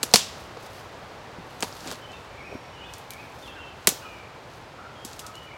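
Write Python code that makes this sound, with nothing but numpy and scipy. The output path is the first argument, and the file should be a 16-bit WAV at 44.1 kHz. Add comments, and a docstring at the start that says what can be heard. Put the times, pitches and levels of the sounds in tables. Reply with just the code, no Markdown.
"""A dead stick cracks at once, sharp and close: someone walks slowly through dry leaves in a bare wood.
Each break is a snap and tearing fibres, spread along the stick into a quick falling chirp, with
bounces off the ground and a noisy tail from the trunks. Low thuds are damped tones, leaves crackle as
clumps of tiny clicks, far birds sing in gliding sine tones, and shaped noise makes a distant roar."""
import sys
import numpy as np
from scipy import signal
from scipy.fft import rfft, irfft, next_fast_len
from scipy.io import wavfile
from scipy.ndimage import uniform_filter1d

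SR = 44100
rng = np.random.default_rng(int(sys.argv[2]) if len(sys.argv) > 2 else 0)


def dump_mix(stems):
    """Bounce the given channels to the path in sys.argv[1] as a 16-bit WAV at rate SR."""
    frames = np.atleast_2d(stems).T  # one column per channel
    limited = np.clip(frames, -1, 1)  # hard clip at full scale
    pcm = np.round(limited * 32767).astype(np.int16)
    wavfile.write(sys.argv[1], SR, pcm)


N = 245901   # length in samples
TIME = np.arange(N) / SR   # seconds


def from_db(db):
    """Turn decibels into a gain."""
    return 10 ** (np.asarray(db) / 20)


def unit_energy(x):
    """Scale so that the squares sum to one."""
    return x / np.sqrt(np.sum(x ** 2) + 1e-20)


def rms_one(x):
    """Scale to an average strength (rms) of one."""
    return unit_energy(x) * np.sqrt(len(x))


def add(out, start_s, sound):
    """Mix a sound in at a time in seconds."""
    start = max(round(start_s * SR), 0)
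    out[start:start + len(sound)] += sound[:N - start]


def colour(x, spectrum):
    """Filter through points of (Hz, dB), as promptly as those gains allow (minimum phase)."""
    size = 2 * next_fast_len(len(x))
    point_hz, point_db = np.transpose(spectrum)
    hz = np.fft.rfftfreq(size, 1 / SR)
    gain_db = np.interp(np.log(hz + 1), np.log(point_hz), point_db)
    # folding the cepstrum forward in time keeps the filter from ringing before its input
    cepstrum = irfft(np.log(from_db(gain_db)))[:size // 2]
    cepstrum[1:] *= 2
    response = np.exp(rfft(cepstrum, size))
    return irfft(rfft(x, size) * response)[:len(x)]


def drift(rate, size=N):
    """Wander smoothly around zero by joining random points, rate of them per second."""
    steps = np.arange(size) / SR * rate
    count = int(steps[-1]) + 2
    return np.interp(steps, np.arange(count), rng.standard_normal(count))


def grains(per_s, spread_db, size=N):
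    """Random clicks of random sign: many small, a few large."""
    sizes = from_db(spread_db * np.minimum(rng.exponential(1, size), 4))
    return (rng.random(size) < per_s / SR) * sizes * rng.choice([-1, 1], size)


def along_stick(x, lag_s):
    """Bending waves travel as the root of frequency, so the lows arrive last and a click chirps down."""
    size = 4 * len(x)
    hz = np.fft.rfftfreq(size, 1 / SR)
    # each pitch is late by lag_s * (sqrt(1000 / hz) - 0.2)
    cycles = lag_s * (2 * np.sqrt(1000 * hz) - hz / 5)
    return irfft(rfft(x, size) * np.exp(-2j * np.pi * cycles))[:len(x)]


# Tone colour of breaking wood. Each row: frequency in Hz, gain in dB.
WOOD_COLOUR = [(40, -38.5), (110, -21.5), (220, 0.5), (480, -2.5), (900, 2), (1800, -3.5), (3000, 0.5),
               (5000, 1.5), (7500, 0), (9000, -5), (12000, -10.5), (16000, -19.5)]


def fracture(body_db, sparkle_db, splinter_s, size=3072, lag_s=0.0022122, snap=0.39,
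             shiver=0.39, shiver_s=0.0096, ground_s=.0041, ground=0.22):
    """One break: the first snap, tearing fibres, the shiver of the pieces, and a bounce off the ground."""
    t = np.arange(size) / SR
    tearing = grains(22000, 0.79, size) * np.exp(-t / splinter_s)
    tearing = unit_energy(colour(tearing, [(300, -6.5), (2500, -1)]))
    pieces = unit_energy(grains(9000, 1.8, size) * np.exp(-t / shiver_s))
    force = along_stick(snap * (t == 0) + tearing + shiver * pieces, lag_s)
    bounce = ground * np.interp(t - ground_s, t, force, left=0)
    # each break has its own low body and its own top sparkle
    body_and_sparkle = [(500, body_db), (4000, 0), (6500, 0), (13000, sparkle_db)]
    sound = colour(colour(force + bounce, WOOD_COLOUR), body_and_sparkle)
    return unit_energy(sound) * np.sqrt(.005 * SR)   # as much energy as an rms of one over 5 ms


# How the trunks scatter sound, band by band. 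Each row: low edge in Hz, high edge in Hz,
# level in dB, time for the nearer wood's echo to fall 60 dB in seconds.
TRUNK_BANDS = [(100, 690, -1.5, 0.17), (500, 1200, -0.5, 0.3), (1215, 2600, -1.5, 0.19),
               (2600, 5400, -0.5, .33), (5070, 7920, 3, 0.17), (8300, 12300, 0.5, 0.13),
               (12000, 16500, -3, .21)]


def wood_echo(x, far_stretch=3.4, far_db=-17, build_s=0.0019, lumps_db=0.5, size=40000):
    """Countless twigs and trunks return a diffuse tail; the deeper wood answers fainter and longer."""
    out, t = np.zeros(N), np.arange(size) / SR
    for low, high, db, t60 in TRUNK_BANDS:
        band = signal.butter(2, [low, min(high, .45 * SR)], "band", fs=SR, output="sos")
        near = from_db(-60 * t / t60)
        far = from_db(far_db - 60 * t / (far_stretch * t60))
        fade = (near + far) * (1 - np.exp(-t / build_s))
        # noise follows the smeared power of the sound in this band
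        power_in = signal.sosfilt(band, x + 1e-18) ** 2
        power = signal.fftconvolve(power_in, unit_energy(fade) ** 2)[:N]
        noise = rms_one(signal.sosfilt(band, rng.standard_normal(N)))
        out += from_db(db) * np.sqrt(np.abs(power)) * noise
    return out * from_db(lumps_db * drift(600))   # single trunks stand out of the tail


# Breaking sticks and twigs, and the strongest bounces off the ground about 4 ms after a break.
# Each row: start in seconds, level in dB over 5 ms, low body in dB, top sparkle in dB,
# splintering time in seconds.
BREAKS_AND_BOUNCES = [(0.0301, -18, 6.5, 1, 0.0021), (.0340, -24, 7, 17, .002), (0.0419, -39, -2, 0, .001),
                      (0.1376, -5.5, 5, -3, 0.0014), (0.1415, -8, -15, -2, 0.00057),
                      (0.158, -9.5, -6.5, -1, 0.00126), (0.1908, -31.5, 3, -11, 0.0012),
                      (0.571, -47, 13, -19, .0007), (1.606, -36, -12, 7, 0.00069),
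                      (1.6250, -22, 5.5, -6, 0.00057), (1.6294, -25, 6, -14, .0006),
                      (1.6376, -37, -6, 16, .001), (1.6441, -33.5, 12, -8, 0.0019),
                      (1.7255, -41.5, -10, -22, 0.00079), (1.7667, -46, -12, -7, 0.00095),
                      (1.8055, -44, -12, -16, .0009), (1.874, -35.5, -12.5, -7, 0.00083),
                      (1.905, -40, 0, -22, .0004), (1.9138, -30, 15, 0, 0.001), (1.9239, -38, 8, 8, .0015),
                      (2.1175, -50, -12, -23, .002), (2.937, -39, -10.5, 0, 0.00059),
                      (2.9825, -46.5, -19, 22, .001), (3.106, -36, -13, 15, 0.00063),
                      (3.1345, -43.5, -8.5, 12, .002), (3.8716, -8, -2, 11.5, 0.0045),
                      (3.8902, -18.5, 5, 14.5, 0.001135), (5.049, -34, -23.5, 8, 0.005),
                      (5.1311, -43.5, -18, -2.5, .0018), (5.192, -34, -19, 5.5, 0.0062),
                      (5.2649, -38, -17.5, 3, .0034), (5.3542, -44, -13, 5.5, .001)]
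# level sent to the wood in dB, and its change per dB of body: less body, larger share
ECHO_DB, ECHO_PER_BODY_DB = -12.5, -0.2945


def sticks():
    """All the breaks and strong bounces, heard straight from their place and returned by the wood."""
    direct, outward = np.zeros(N), np.zeros(N)
    for start_s, db, body_db, sparkle_db, splinter_s in BREAKS_AND_BOUNCES:
        sound = from_db(db) * fracture(body_db, sparkle_db, splinter_s)
        add(direct, start_s, sound)
        add(outward, start_s, sound * from_db(ECHO_DB + ECHO_PER_BODY_DB * body_db))
    return direct + wood_echo(outward)


# Low thuds: dull knocks, and the low body of the loudest cracks. Each row: start in seconds,
# starting level in dB before muffling, pitch in Hz.
LOW_THUDS = [(0.1403, -10, 470), (0.1440, -20, 210), (0.5694, -24.5, 472), (.6310, -36, 197),
             (1.3850, -33, 171), (1.6310, -24, 414), (1.8600, -35.5, 258), (1.918, -31.5, 272),
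             (2.5135, -32, 380), (2.5260, -30, 418), (2.538, -28, 407), (2.5507, -25, 255.6),
             (3.8750, -22, 375), (3.8790, -23, 225.2), (3.921, -35, 270), (5.0500, -37.5, 233)]
THUD_CYCLES = 11.5   # a thud falls by 60 dB within this many cycles


def thuds(press_s=0.00051, grit=0.79, muffle_hz=2500, size=6000):
    """A few cycles of a quickly damped low tone, roughened by noise around its pitch and muffled."""
    out, t = np.zeros(N), np.arange(size) / SR
    for start_s, db, hz in LOW_THUDS:
        around_pitch = [(hz / 10, -32), (hz / 3, -10), (hz, 0), (2 * hz, -4), (8 * hz, -35)]
        rough = rms_one(colour(rng.standard_normal(size), around_pitch))
        envelope = (1 - np.exp(-t / press_s)) * from_db(db - 60 * t * hz / THUD_CYCLES)
        add(out, start_s, envelope * (np.sin(2 * np.pi * hz * t) + grit * rough))
    return signal.sosfilt(signal.butter(2, muffle_hz, fs=SR, output="sos"), out + 1e-18)


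def stroke(start_s, length_s, rise_db_per_s, fall_db_per_s):
    """A gain that rises until its start, holds for a length and dies away."""
    before = np.maximum(start_s - TIME, 0)
    after = np.maximum(TIME - start_s - length_s, 0)
    return from_db(-rise_db_per_s * before - fall_db_per_s * after)


# A foot brushes through the leaves. Each row: start in seconds, length in seconds,
# strength in dB before the rustle and tick trims.
FOOT_BRUSHES = [(0.078, .11, -43), (.40, .03, -49.5), (0.636, .02, -47.5), (0.728, .08, -48),
                (1.507, .04, -53), (1.662, 0.059, -45), (1.756, 0.19, -46), (2.097, 0.16, -61),
                (2.54, .02, -58), (2.948, 0.044, -49.5), (3.117, .25, -54), (3.425, .03, -47.5),
                (3.83, .04, -54.5), (4.08, 0.11, -58.5), (4.53, .05, -54.5), (5.08, .08, -48),
                (5.25, .2, -56.5)]
BRUSH_RISE_DB_PER_S, BRUSH_FALL_DB_PER_S = 190, 172.5
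SETTLE_DB, SETTLE_DB_PER_S = -14, 22.5   # settling: level against its brush, and how fast it fades


def stirring():
    """How strongly the leaves move: each brush of a foot, then their slow settling."""
    power = 0
    for start_s, length_s, db in FOOT_BRUSHES:
        brush = stroke(start_s, length_s, BRUSH_RISE_DB_PER_S, BRUSH_FALL_DB_PER_S)
        settle = from_db(SETTLE_DB) * stroke(start_s, length_s, BRUSH_RISE_DB_PER_S, SETTLE_DB_PER_S)
        power = power + (from_db(db) * np.maximum(brush, settle)) ** 2
    return np.sqrt(power)


# Tone colour of the dry leaves. Each row: frequency in Hz, gain in dB.
LEAF_COLOUR = [(300, -14.5), (900, 4), (2500, -4.5), (4500, 3.5), (7500, -5), (9000, -6), (12000, -7.5),
               (16000, -12)]
TICKS_PER_S, TICK_DB = 18, -3   # tiny twigs among the leaves: how many, and their trim


def leaves(rustle_db=-4.5, clump_db=2.2, split_db=-5):
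    """Dry leaves rub in clumps of tiny grains and now and then split, while tiny twigs tick."""
    rubbing = rms_one(grains(12000, 2.9) * from_db(clump_db * drift(90)))
    tear = np.exp(-np.arange(80) / 20) * rng.standard_normal(80)
    splitting = rms_one(signal.fftconvolve(grains(130, 2.5), tear)[:N])
    crackle = rms_one(colour(rubbing + from_db(split_db) * splitting, LEAF_COLOUR))
    twig = fracture(body_db=-7, sparkle_db=-14, splinter_s=.001)
    ticks = signal.fftconvolve(grains(TICKS_PER_S, 0.85), twig)[:N]
    return stirring() * (from_db(rustle_db) * crackle + from_db(TICK_DB) * ticks)


# Tone colour of the duller, damp litter below. Each row: frequency in Hz, gain in dB.
LITTER_COLOUR = [(100, -6), (250, 5.5), (600, -2.5), (1500, -5.5), (4500, -8), (9000, -18), (16000, -26)]
CRUSH_AT_S, CRUSH_LENGTH_S, CRUSH_DB = 1.868, 0.065, -39
CRUSH_RISE_DB_PER_S, CRUSH_FALL_DB_PER_S = 250, 400


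def crushed_litter():
    """The sole crushes a pad of damp litter once: a short burst of dull grains."""
    crunch = rms_one(colour(grains(3500, 3.3), LITTER_COLOUR))
    tread = stroke(CRUSH_AT_S, CRUSH_LENGTH_S, CRUSH_RISE_DB_PER_S, CRUSH_FALL_DB_PER_S)
    return from_db(CRUSH_DB) * tread * crunch


# Phrases of far songbirds. Each row: start in seconds, length of one note in seconds, level at the
# start in dB before the blur of the trees, swell to the end in dB, list of note pitches in Hz.
SONG_PHRASES = [(2.015, 0.024, -50, 4.5, [3040, 3060]), (2.09, .035, -49, -3, [2570, 2690]),
                (2.125, 0.038, -56, 0, [3580, 3600]), (2.305, 0.0459, -52.5, 7.5, [2320, 2300, 2215, 2510]),
                (2.40, 0.121, -64.5, -2, [5560, 5570, 5540]),
                (2.728, 0.039, -50.5, 3, [2995, 2869, 2950, 3500]), (2.82, 0.023, -49, 0.5, [2500, 2570]),
                (3.04, .046, -53, 8, [2294, 2330, 2230, 2520]),
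                (3.422, 0.018, -46.5, 0, [3646, 3470, 3200, 2710, 2640]),
                (3.56, .035, -48, -0.5, [2710, 2760, 2620, 2680]), (3.61, 0.0192, -46.5, -3, [3130, 3040]),
                (4.015, 0.038, -48, -2.5, [2575, 2436, 2410, 2360, 2250]),
                (4.02, .025, -48, -3, [2830, 2980, 2850]), (4.95, 0.025, -54, 0, [3240, 3230]),
                (5.34, 0.0254, -45, 0, [2900, 3020]), (5.475, .03, -46.5, 1, [2350, 2240])]
# A larger bird calls hoarsely from farther off. Each row: start in seconds, length of one note in
# seconds, level at the start in dB before the blur, swell to the end in dB, list of note pitches in Hz.
HOARSE_CALLS = [(3.55, 0.0336, -49, 2.5, [1560, 1450]), (4.02, 0.02937, -45.5, -1.5, [1400, 1260]),
                (4.77, 0.0603, -45.5, -1, [1310, 1400]), (5.22, 0.0492, -46.5, 0.5, [1340, 1295])]
SLUR_SHARE = 0.58   # part of a note spent gliding to its neighbours


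def birds(phrases, waver_hz, waver_rate, flutter_db, t60, wet_db, size=30000):
    """Phrases of slurred, fluttering whistles, smeared by many paths between the trees."""
    out = np.zeros(N)
    for start_s, note_s, db, swell_db, pitches in phrases:
        note = int(note_s * SR)
        steps_hz = np.repeat(np.array(pitches, float), note)
        hz = uniform_filter1d(steps_hz, max(int(SLUR_SHARE * note), 1))
        hz = hz + waver_hz * drift(waver_rate, len(hz))
        along = np.linspace(0, 1, len(hz))
        envelope = from_db(db + swell_db * along) * np.abs(np.sin(np.pi * along)) ** 0.21
        add(out, start_s, envelope * np.sin(2 * np.pi * np.cumsum(hz) / SR))
    fade = from_db(-60 * np.arange(size) / SR / t60)
    paths = unit_energy(grains(900, 4.5, size) * fade)
    blurred = from_db(wet_db) * signal.fftconvolve(out, paths)[:N]
    return (1.04 * out + blurred) * from_db(flutter_db * drift(110))


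# Tone colour of the distant roar. Each row: frequency in Hz, gain in dB.
ROAR_COLOUR = [(22, -42), (36, -12.5), (55, -2.5), (110, 1), (200, -6), (330, -6), (500, -3), (950, -4),
               (1400, -8.5), (2100, -12.5), (4200, -19.5), (7500, -29.5), (9500, -35.5), (16000, -43)]
AIR_DB, AIR_FADE_DB_PER_S = -42, .5   # the roar sinks slowly as the walker goes on


def air():
    """The even roar of far wind and roads: random noise, strongest in the lows."""
    roar = rms_one(colour(rng.standard_normal(N), ROAR_COLOUR))
    return from_db(AIR_DB - AIR_FADE_DB_PER_S * TIME) * roar


def scene():
    """The walker close by, the birds and the air far behind."""
    song = birds(SONG_PHRASES, waver_hz=54.8, waver_rate=330, flutter_db=2.5, t60=0.95, wet_db=1.0)
    caws = birds(HOARSE_CALLS, waver_hz=79.6, waver_rate=630, flutter_db=1.5, t60=1.0, wet_db=1.0)
    return (sticks() + thuds() + leaves() + crushed_litter() + song + caws + air())[None]


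CUTOFF_HZ = 16000


def record(dry, top=0.84):
    """Peaks too loud for the microphone are clipped flat; then the highest treble is cut."""
    clipped = np.clip(dry, -top, top)
    return signal.sosfilt(signal.ellip(10, .1, 70, CUTOFF_HZ, fs=SR, output="sos"), clipped)


dry = scene()
out = record(dry)
dump_mix(out)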